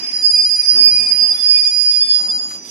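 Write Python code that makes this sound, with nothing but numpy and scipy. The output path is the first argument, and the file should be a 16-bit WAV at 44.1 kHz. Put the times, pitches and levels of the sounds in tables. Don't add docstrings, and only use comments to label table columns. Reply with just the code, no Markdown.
import sys
import numpy as np
from scipy import signal
from scipy.fft import rfft, irfft
from scipy.io import wavfile
from scipy.ndimage import uniform_filter1d

SR = 44100
rng = np.random.default_rng(int(sys.argv[2]) if len(sys.argv) > 2 else 0)


def waveform_to_disk(signal):
    frames = np.transpose(np.atleast_2d(signal))
    scaled = np.clip(frames, -1, 1) * 32767
    samples = np.round(scaled).astype(np.int16)
    wavfile.write(sys.argv[1], SR, samples)


N = 119070
TIME_S = np.arange(N) / SR

# frequency in Hz, correlation.
CORRELATION = [(30, .8), (100, 0.4), (250, 1), (500, 0.5), (1000, -.1), (2200, 0), (4500, -.1),
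               (12000, 0.07)]
# frequency in Hz, relative density in dB.
RUMBLE_SPECTRUM = [(15, -44), (25, -23.5), (86, -24.5), (216, 2.5), (289, 6), (321, -5.5), (377, 0),
                   (448, -10), (554, -11.5), (600, -10.5), (780, -85.5), (1320, -120)]
ROAR_SPECTRUM = [(300, -8.5), (500, -1), (850, 1.5), (1400, -4), (1800, -14.5), (2300, -26), (4000, -76)]
RASP_SPECTRUM = [(700, -58.5), (1400, -12), (1850, -0.5), (2050, -5), (2350, 2), (3000, -3.5),
                 (3600, -10.5), (4600, -7.5), (5300, -4.5), (6400, -5), (7100, -18.5), (7700, -24.5),
                 (9000, -80.5)]
FIZZ_SPECTRUM = [(6000, -8.5), (7000, 11), (7700, -2.5), (9000, 2), (10500, -2), (11700, 4.5), (12300, -5),
                 (12800, -21), (15800, -26.5)]
AIR_SPECTRUM = [(500, 4.5), (1500, -0.5), (3000, 5), (6000, 7), (8000, 1.5), (11000, 3.5), (13000, -10),
                (15800, -23)]
# time in seconds, relative level in dB.
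RUMBLE_DB = [(0.0, -44.5), (0.1, -48.5), (0.68, -56), (0.75, -37), (0.82, -39.5), (0.83, -41),
             (1.42, -50.5), (1.66, -54.5), (2.19, -51.5), (2.21, -45), (2.7, -47)]
ROAR_DB = [(0.0, -48.5), (0.33, -53.5), (0.36, -59), (0.71, -53), (0.77, -40), (0.86, -48), (1.38, -47),
           (1.53, -53.5), (1.95, -55), (2.09, -60.5), (2.19, -44), (2.57, -50), (2.58, -53.5), (2.7, -55)]
RASP_DB = [(0.0, -43), (0.45, -53), (0.78, -44.5), (0.99, -47), (1.25, -44.5), (1.53, -48.5), (1.57, -47.5),
           (1.61, -50.5), (2.26, -53.5), (2.5, -58), (2.7, -58)]
FIZZ_DB = [(0, -53), (.3, -59.5), (1.08, -56), (1.18, -53), (1.28, -57), (1.37, -47.5), (1.48, -56.5),
           (2.4, -52.5), (2.6, -59.5)]
# start and end in seconds, pitch in Hz, level in dB.
BODY_HUMS = [(0.701, 0.86, 119.2, -50.5), (0.86, 1.096, 118.4, -48), (1.124, 1.228, 109, -51.5)]
# start and length in seconds, level in dB.
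AIR_PUFFS = [(2.452, 0.15, -51), (2.616, 0.17, -51.5)]
# start in seconds, level in dB, centre in Hz, T60 in seconds.
GEAR_KNOCKS = [(2.508, -36.5, 1740, 0.042), (2.535, -51, 60, 0.12)]
# start and end in seconds, start and end pitch in Hz, relative level in dB.
FAR_WHISTLES = [(-.1, 0.216, 5775, 5640, -43), (0.102, 0.256, 6905, 6860, -44),
                (0.2, 0.625, 6834, 6800, -46), (0.32, .75, 5636, 5555, -45.5), (.42, .65, 4295, 4300, -51),
                (.56, 0.824, 5944, 5960, -37), (0.796, 1.35, 5570, 5570, -47.5),
                (0.829, 1.078, 5870, 5945, -42), (1.261, 1.972, 5700, 5600, -45.5),
                (1.36, 1.56, 6840, 6840, -48.5), (1.521, 1.84, 6000, 6140, -50.5),
                (1.555, 2.029, 6790, 6880, -44), (1.978, 2.248, 6070, 6085, -54),
                (2.022, 2.19, 1884, 1866, -55.5), (2.025, 2.168, 4080, 4065, -48),
                (2.041, 2.308, 6860, 6830, -44), (2.26, 2.551, 6773, 6750, -44),
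                (2.297, 2.584, 4670, 4620, -55), (2.436, 2.619, 6110, 6020, -48),
                (2.546, 2.8, 5920, 5910, -42.5)]
# start in seconds, relative fade and swell levels in dB.
SECOND_BRAKE_SWELLS = [(1.15, -89, -75), (1.3, -56.5, -39), (1.485, -46, -42.5), (1.62, -52, -44.5),
                       (1.72, -55.5, -52.5), (1.9, -59.5, -42.5), (1.995, -47, -36.5), (2.082, -46, -32),
                       (2.205, -44, -60), (2.275, -76, -45), (2.335, -74, -52), (2.4, -62, -49),
                       (2.48, -64, -75)]
MAIN_SWELLS_LEFT = [(0.0, -35.0, -26.0), (0.13, -33.0, -17.0), (0.254, -32.0, -7.0), (0.32, -24.0, -10.0),
                    (0.388, -15.0, -10.0), (0.521, -23.0, -14.0), (0.579, -20.0, -14.0),
                    (0.664, -26.0, -11.0), (0.748, -19.0, -12.0), (0.767, -14.0, -11.0),
                    (0.824, -21.0, -10.0), (0.914, -19.0, -11.0), (0.945, -12.0, -14.0),
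                    (1.013, -20.0, -22.0), (1.053, -23.0, -9.0), (1.118, -22.0, -19.0), (1.2, -33.0, -12.0),
                    (1.259, -21.0, -15.0), (1.387, -30.0, -20.0), (1.42, -34.0, -13.0), (1.54, -13.0, -9.0),
                    (1.595, -22.0, -14.0), (1.677, -15.0, -28.0), (1.84, -38.0, -9.0),
                    (1.941, -31.0, -12.0), (2.094, -18.0, -9.0), (2.134, -18.0, -12.0),
                    (2.189, -20.0, -17.0), (2.281, -24.0, -15.0), (2.429, -23.0, -29.0),
                    (2.613, -42.0, -39.0)]
MAIN_SWELLS_RIGHT = [(0.0, -19.0, -20.0), (0.107, -32.0, -17.0), (0.224, -19.0, -3.0), (0.291, -20.0, -5.0),
                     (0.33, -10.0, -4.0), (0.374, -12.0, -3.0), (0.42, -12.0, -11.0), (0.483, -16.0, -8.0),
                     (0.581, -18.0, -7.0), (0.622, -33.0, -16.0), (0.658, -14.0, -2.0), (0.737, -9.0, -2.0),
                     (0.957, -9.0, -7.0), (1.026, -9.0, -16.0), (1.105, -18.0, -3.0), (1.143, -13.0, -6.0),
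                     (1.284, -11.0, -6.0), (1.339, -19.0, -10.0), (1.37, -20.0, -10.0), (1.478, -6.0, -4.0),
                     (1.534, -5.0, -8.0), (1.64, -14.0, -5.0), (1.697, -12.0, -6.0), (1.936, -9.0, -6.0),
                     (2.002, -10.0, -4.0), (2.051, -16.0, -7.0), (2.238, -25.0, -11.0),
                     (2.351, -17.0, -19.0), (2.496, -28.0, -32.0), (2.611, -36.0, -35.0)]
# time in seconds, pitch in Hz.
PITCH_HZ = [(0, 4945), (.1, 4925), (.19, 4893), (.4, 4896), (.7, 4889), (2.7, 4891)]
# time in seconds, phase in radians.
RIGHT_LEAD_RAD = [(0.184, 2.2), (0.283, -3.9), (0.329, 0.5), (0.417, -1.7), (0.424, 0.4), (0.438, -2.1),
                  (0.466, 1.6), (0.497, 1.2), (0.514, -2.5), (0.608, 2.3), (0.647, -1.9), (0.681, 3.5),
                  (0.741, 1.3), (0.78, 3.7), (0.859, 2.5), (0.883, 5.0), (0.941, 0.3), (0.957, 2.9),
                  (1.02, -2.0), (1.084, 1.1), (1.108, -2.6), (1.131, 1.6), (1.273, -1.9), (1.308, -7.6),
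                  (1.378, -3.9), (1.446, -12.1), (1.488, -8.4), (1.554, -11.1), (1.688, 4.5), (1.737, 0.7),
                  (1.896, 2.9), (1.94, 1.1), (2.078, 4.5), (2.127, 2.3), (2.289, 1.6), (2.289, 5.4),
                  (2.365, 7.8), (2.422, 1.7)]
# pitch multiple, left and right gain in dB.
HARMONICS = [(2, -37, -34), (3, -62, -61.5)]
HALF_HARMONICS = [(.5, -5, 6), (1.5, -11, -8.5), (2.5, -25, -22)]
# time in seconds, drive in dB.
PRESSURE_DB = [(0, -10), (.15, -8), (.3, 2.5), (1.0, 0.5), (2.0, -1.5), (2.33, -6), (2.5, -16.5),
               (2.7, -39)]
UNEVEN_SLIP_DB = [(0, -51), (.31, -54), (.38, -37), (.5, -52), (.63, -42.5), (.71, -55.5), (.88, -34),
                  (.92, -43), (.97, -34), (1.07, -37), (1.18, -48.5), (1.43, -57), (1.57, -32.5),
                  (1.62, -48), (1.66, -37), (1.77, -49.5), (1.93, -44.5), (2.12, -50.5), (2.22, -80)]

HALL_T60_S, WOBBLE_RATE_HZ = 0.58, 55.7
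CLIP_BOTTOM, CLIP_TOP = -.89, .91


def amp(db):
    return 10 ** (np.asarray(db) / 20)


def unit(x):
    return x / np.sqrt(np.mean(abs(x) ** 2) + 1e-20)


def curve(rows):
    return np.interp(TIME_S, *np.transpose(rows))


def over_hz(rows, hz):
    row_hz, value = np.transpose(rows)
    return np.interp(np.log(hz + 1), np.log(row_hz + 1), value)


def drift(rate_hz):
    hz = np.fft.rfftfreq(N, 1 / SR)
    return unit(irfft(rfft(rng.standard_normal(N)) * np.exp(-(hz / rate_hz) ** 2) * (hz > 0), N))


def phasor(hz):
    return np.exp(2j * np.pi * np.cumsum(hz) / SR)


def gate(start_s, end_s, fade_s):
    return np.sin(np.pi / 2 * np.clip(np.minimum(TIME_S - start_s, end_s - TIME_S) / fade_s, 0, 1)) ** 2


def hall(x):
    delay_s = TIME_S[:SR // 2]
    taps = rng.standard_normal((2, len(delay_s))) * np.exp(-np.log(1000) * delay_s / HALL_T60_S)
    taps /= np.linalg.norm(taps, axis=1, keepdims=True)
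    return signal.fftconvolve(x[None], taps, axes=1)[:, :N]


def scattered(tone, wet=1.0, window_s=0.27):
    mix = np.sqrt(1 - wet) * tone * np.array([[1], [1j]]) + np.sqrt(wet) * hall(tone)
    return mix / np.sqrt(uniform_filter1d(abs(mix) ** 2, int(window_s * SR), axis=1) + 1e-4)


def swells(rows):
    start_s, fade_db, swell_db = np.transpose(rows)
    position = np.interp(TIME_S, np.append(start_s, N / SR), np.arange(len(start_s) + 1))
    arches = amp(swell_db)[position.astype(int)] * np.sin(np.pi * position)
    return np.hypot(np.interp(TIME_S, start_s, amp(fade_db)), arches)


def noise(spectrum, patchy_db, right_db):
    frames, hz = N // 256 + 5, np.fft.rfftfreq(1024, 1 / SR)
    draws = rng.standard_normal((5, frames, len(hz))).transpose(0, 2, 1)
    left, independent = draws[0] + 1j * draws[1], draws[2] + 1j * draws[3]
    patches = unit(uniform_filter1d(uniform_filter1d(draws[4], size=12, axis=0), size=9, axis=1))
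    shared = over_hz(CORRELATION, hz)[:, None]
    bins = np.array([left, shared * left + np.sqrt(1 - shared ** 2) * independent])
    bins *= amp(over_hz(spectrum, hz)[:, None] + patchy_db * patches)
    stereo = signal.istft(bins, nperseg=1024, noverlap=768)[1][:, :N]
    return unit(stereo) * amp([[-right_db / 2], [right_db / 2]])


def rolling():
    return (noise(RUMBLE_SPECTRUM, patchy_db=1.5, right_db=0.5) * amp(curve(RUMBLE_DB) + 0.17)
            + noise(ROAR_SPECTRUM, patchy_db=1.5, right_db=0.5) * amp(curve(ROAR_DB) + 2)
            + noise(RASP_SPECTRUM, patchy_db=2.5, right_db=6.5) * amp(curve(RASP_DB) + 5)
            + noise(FIZZ_SPECTRUM, patchy_db=4, right_db=8) * amp(curve(FIZZ_DB) + 1))


def body_hums():
    out = np.zeros(N)
    for start_s, end_s, hz, db in BODY_HUMS:
        tone = phasor(hz * (1 + 0.017 * drift(rate_hz=20))).real
        out += np.sqrt(2) * amp(db) * gate(start_s, end_s, fade_s=0.042) * tone
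    return out


def air_puffs():
    envelope = sum(amp(db) * gate(start_s, start_s + length_s, fade_s=0.058)
                   for start_s, length_s, db in AIR_PUFFS)
    return noise(AIR_SPECTRUM, patchy_db=-1.5, right_db=27) * envelope


def gear_knocks(attack_s=0.0017):
    out = np.zeros((2, N))
    for start_s, db, hz, t60_s in GEAR_KNOCKS:
        age_s = np.maximum(TIME_S - start_s, 0)
        body = noise([(hz / 8, -25), (hz, 0), (hz * 2, -6), (hz * 8, -50)], patchy_db=11, right_db=22.5)
        out += body * amp(db) * np.minimum(age_s / attack_s, 1) * np.exp(-np.log(1000) * age_s / t60_s)
    return out


def far_whistles(fade_s=0.164, wobble=0.0032):
    out = np.zeros((2, N))
    for start_s, end_s, from_hz, to_hz, db in FAR_WHISTLES:
        hz = curve([(start_s, from_hz), (end_s, to_hz)]) * (1 + wobble * drift(WOBBLE_RATE_HZ))
        envelope = amp(db) * gate(start_s - fade_s / 4, end_s + fade_s / 2, fade_s)
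        out += envelope * scattered(phasor(hz), wet=0.99).real
    return np.sqrt(2) * out * amp([[0.5], [7.5]])


def second_squeal(pitch_hz=3498, wobble_hz=4):
    tone = scattered(phasor(pitch_hz + wobble_hz * drift(WOBBLE_RATE_HZ)), wet=.1).real
    return np.sqrt(2) * swells(SECOND_BRAKE_SWELLS) * amp([[-2], [4]]) * tone


def main_squeal(tremble_hz=4, rough_hz=17, slip_wobble_hz=7, bite_s=0.21, surge_db=1.7):
    pitch_hz, wobble = curve(PITCH_HZ), drift(WOBBLE_RATE_HZ)
    rough_pitch_hz = pitch_hz + rough_hz * wobble
    slip_pitch_hz = pitch_hz + slip_wobble_hz * wobble
    surge = amp(surge_db * gate(.828, .888, fade_s=.03))
    envelope = np.array([swells(MAIN_SWELLS_LEFT), swells(MAIN_SWELLS_RIGHT)]) * surge
    lead_rad = uniform_filter1d(curve(RIGHT_LEAD_RAD), size=290)
    right_rad = np.cumsum(np.gradient(lead_rad) * envelope[0] ** 2 / (envelope ** 2).sum(0))
    paths = np.exp(1j * np.array([right_rad - lead_rad, right_rad]))
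    direct = phasor(pitch_hz + tremble_hz * wobble) * paths
    flutter = (.5 + .76 * gate(-1, bite_s, fade_s=0.055)) * np.clip(1 - envelope / CLIP_TOP, 0, 1)
    echo = flutter * scattered(phasor(rough_pitch_hz))
    out = envelope * (direct + echo)
    for partials, drive_db, base_hz, wet in [(HARMONICS, PRESSURE_DB, rough_pitch_hz, 1),
                                             (HALF_HARMONICS, UNEVEN_SLIP_DB, slip_pitch_hz, .2)]:
        for multiple, left_db, right_db in partials:
            gain = np.sqrt(2) * amp(curve(drive_db)) * amp([[left_db], [right_db]])
            out += gain * scattered(phasor(multiple * base_hz), wet)
    return out.real


def scene():
    brakes = main_squeal() + second_squeal() + far_whistles()
    return brakes + rolling() + body_hums() + air_puffs() + gear_knocks()


def record(dry, low_cut_hz=48, band_limit_hz=15900):
    thin = signal.sosfilt(signal.butter(2, low_cut_hz, "high", fs=SR, output="sos"), dry)
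    upsampled = signal.resample_poly(thin, 160, 147, axis=1, window=("kaiser", 10))
    clipped = np.clip(upsampled, CLIP_BOTTOM, CLIP_TOP)
    downsampled = signal.resample_poly(clipped, 147, 160, axis=1, window=("kaiser", 10))[:, :N]
    lowpass = signal.firwin(511, band_limit_hz, window=("kaiser", 9), fs=SR)
    return signal.oaconvolve(downsampled, lowpass[None], "same")


dry = scene()
out = record(dry)
waveform_to_disk(out)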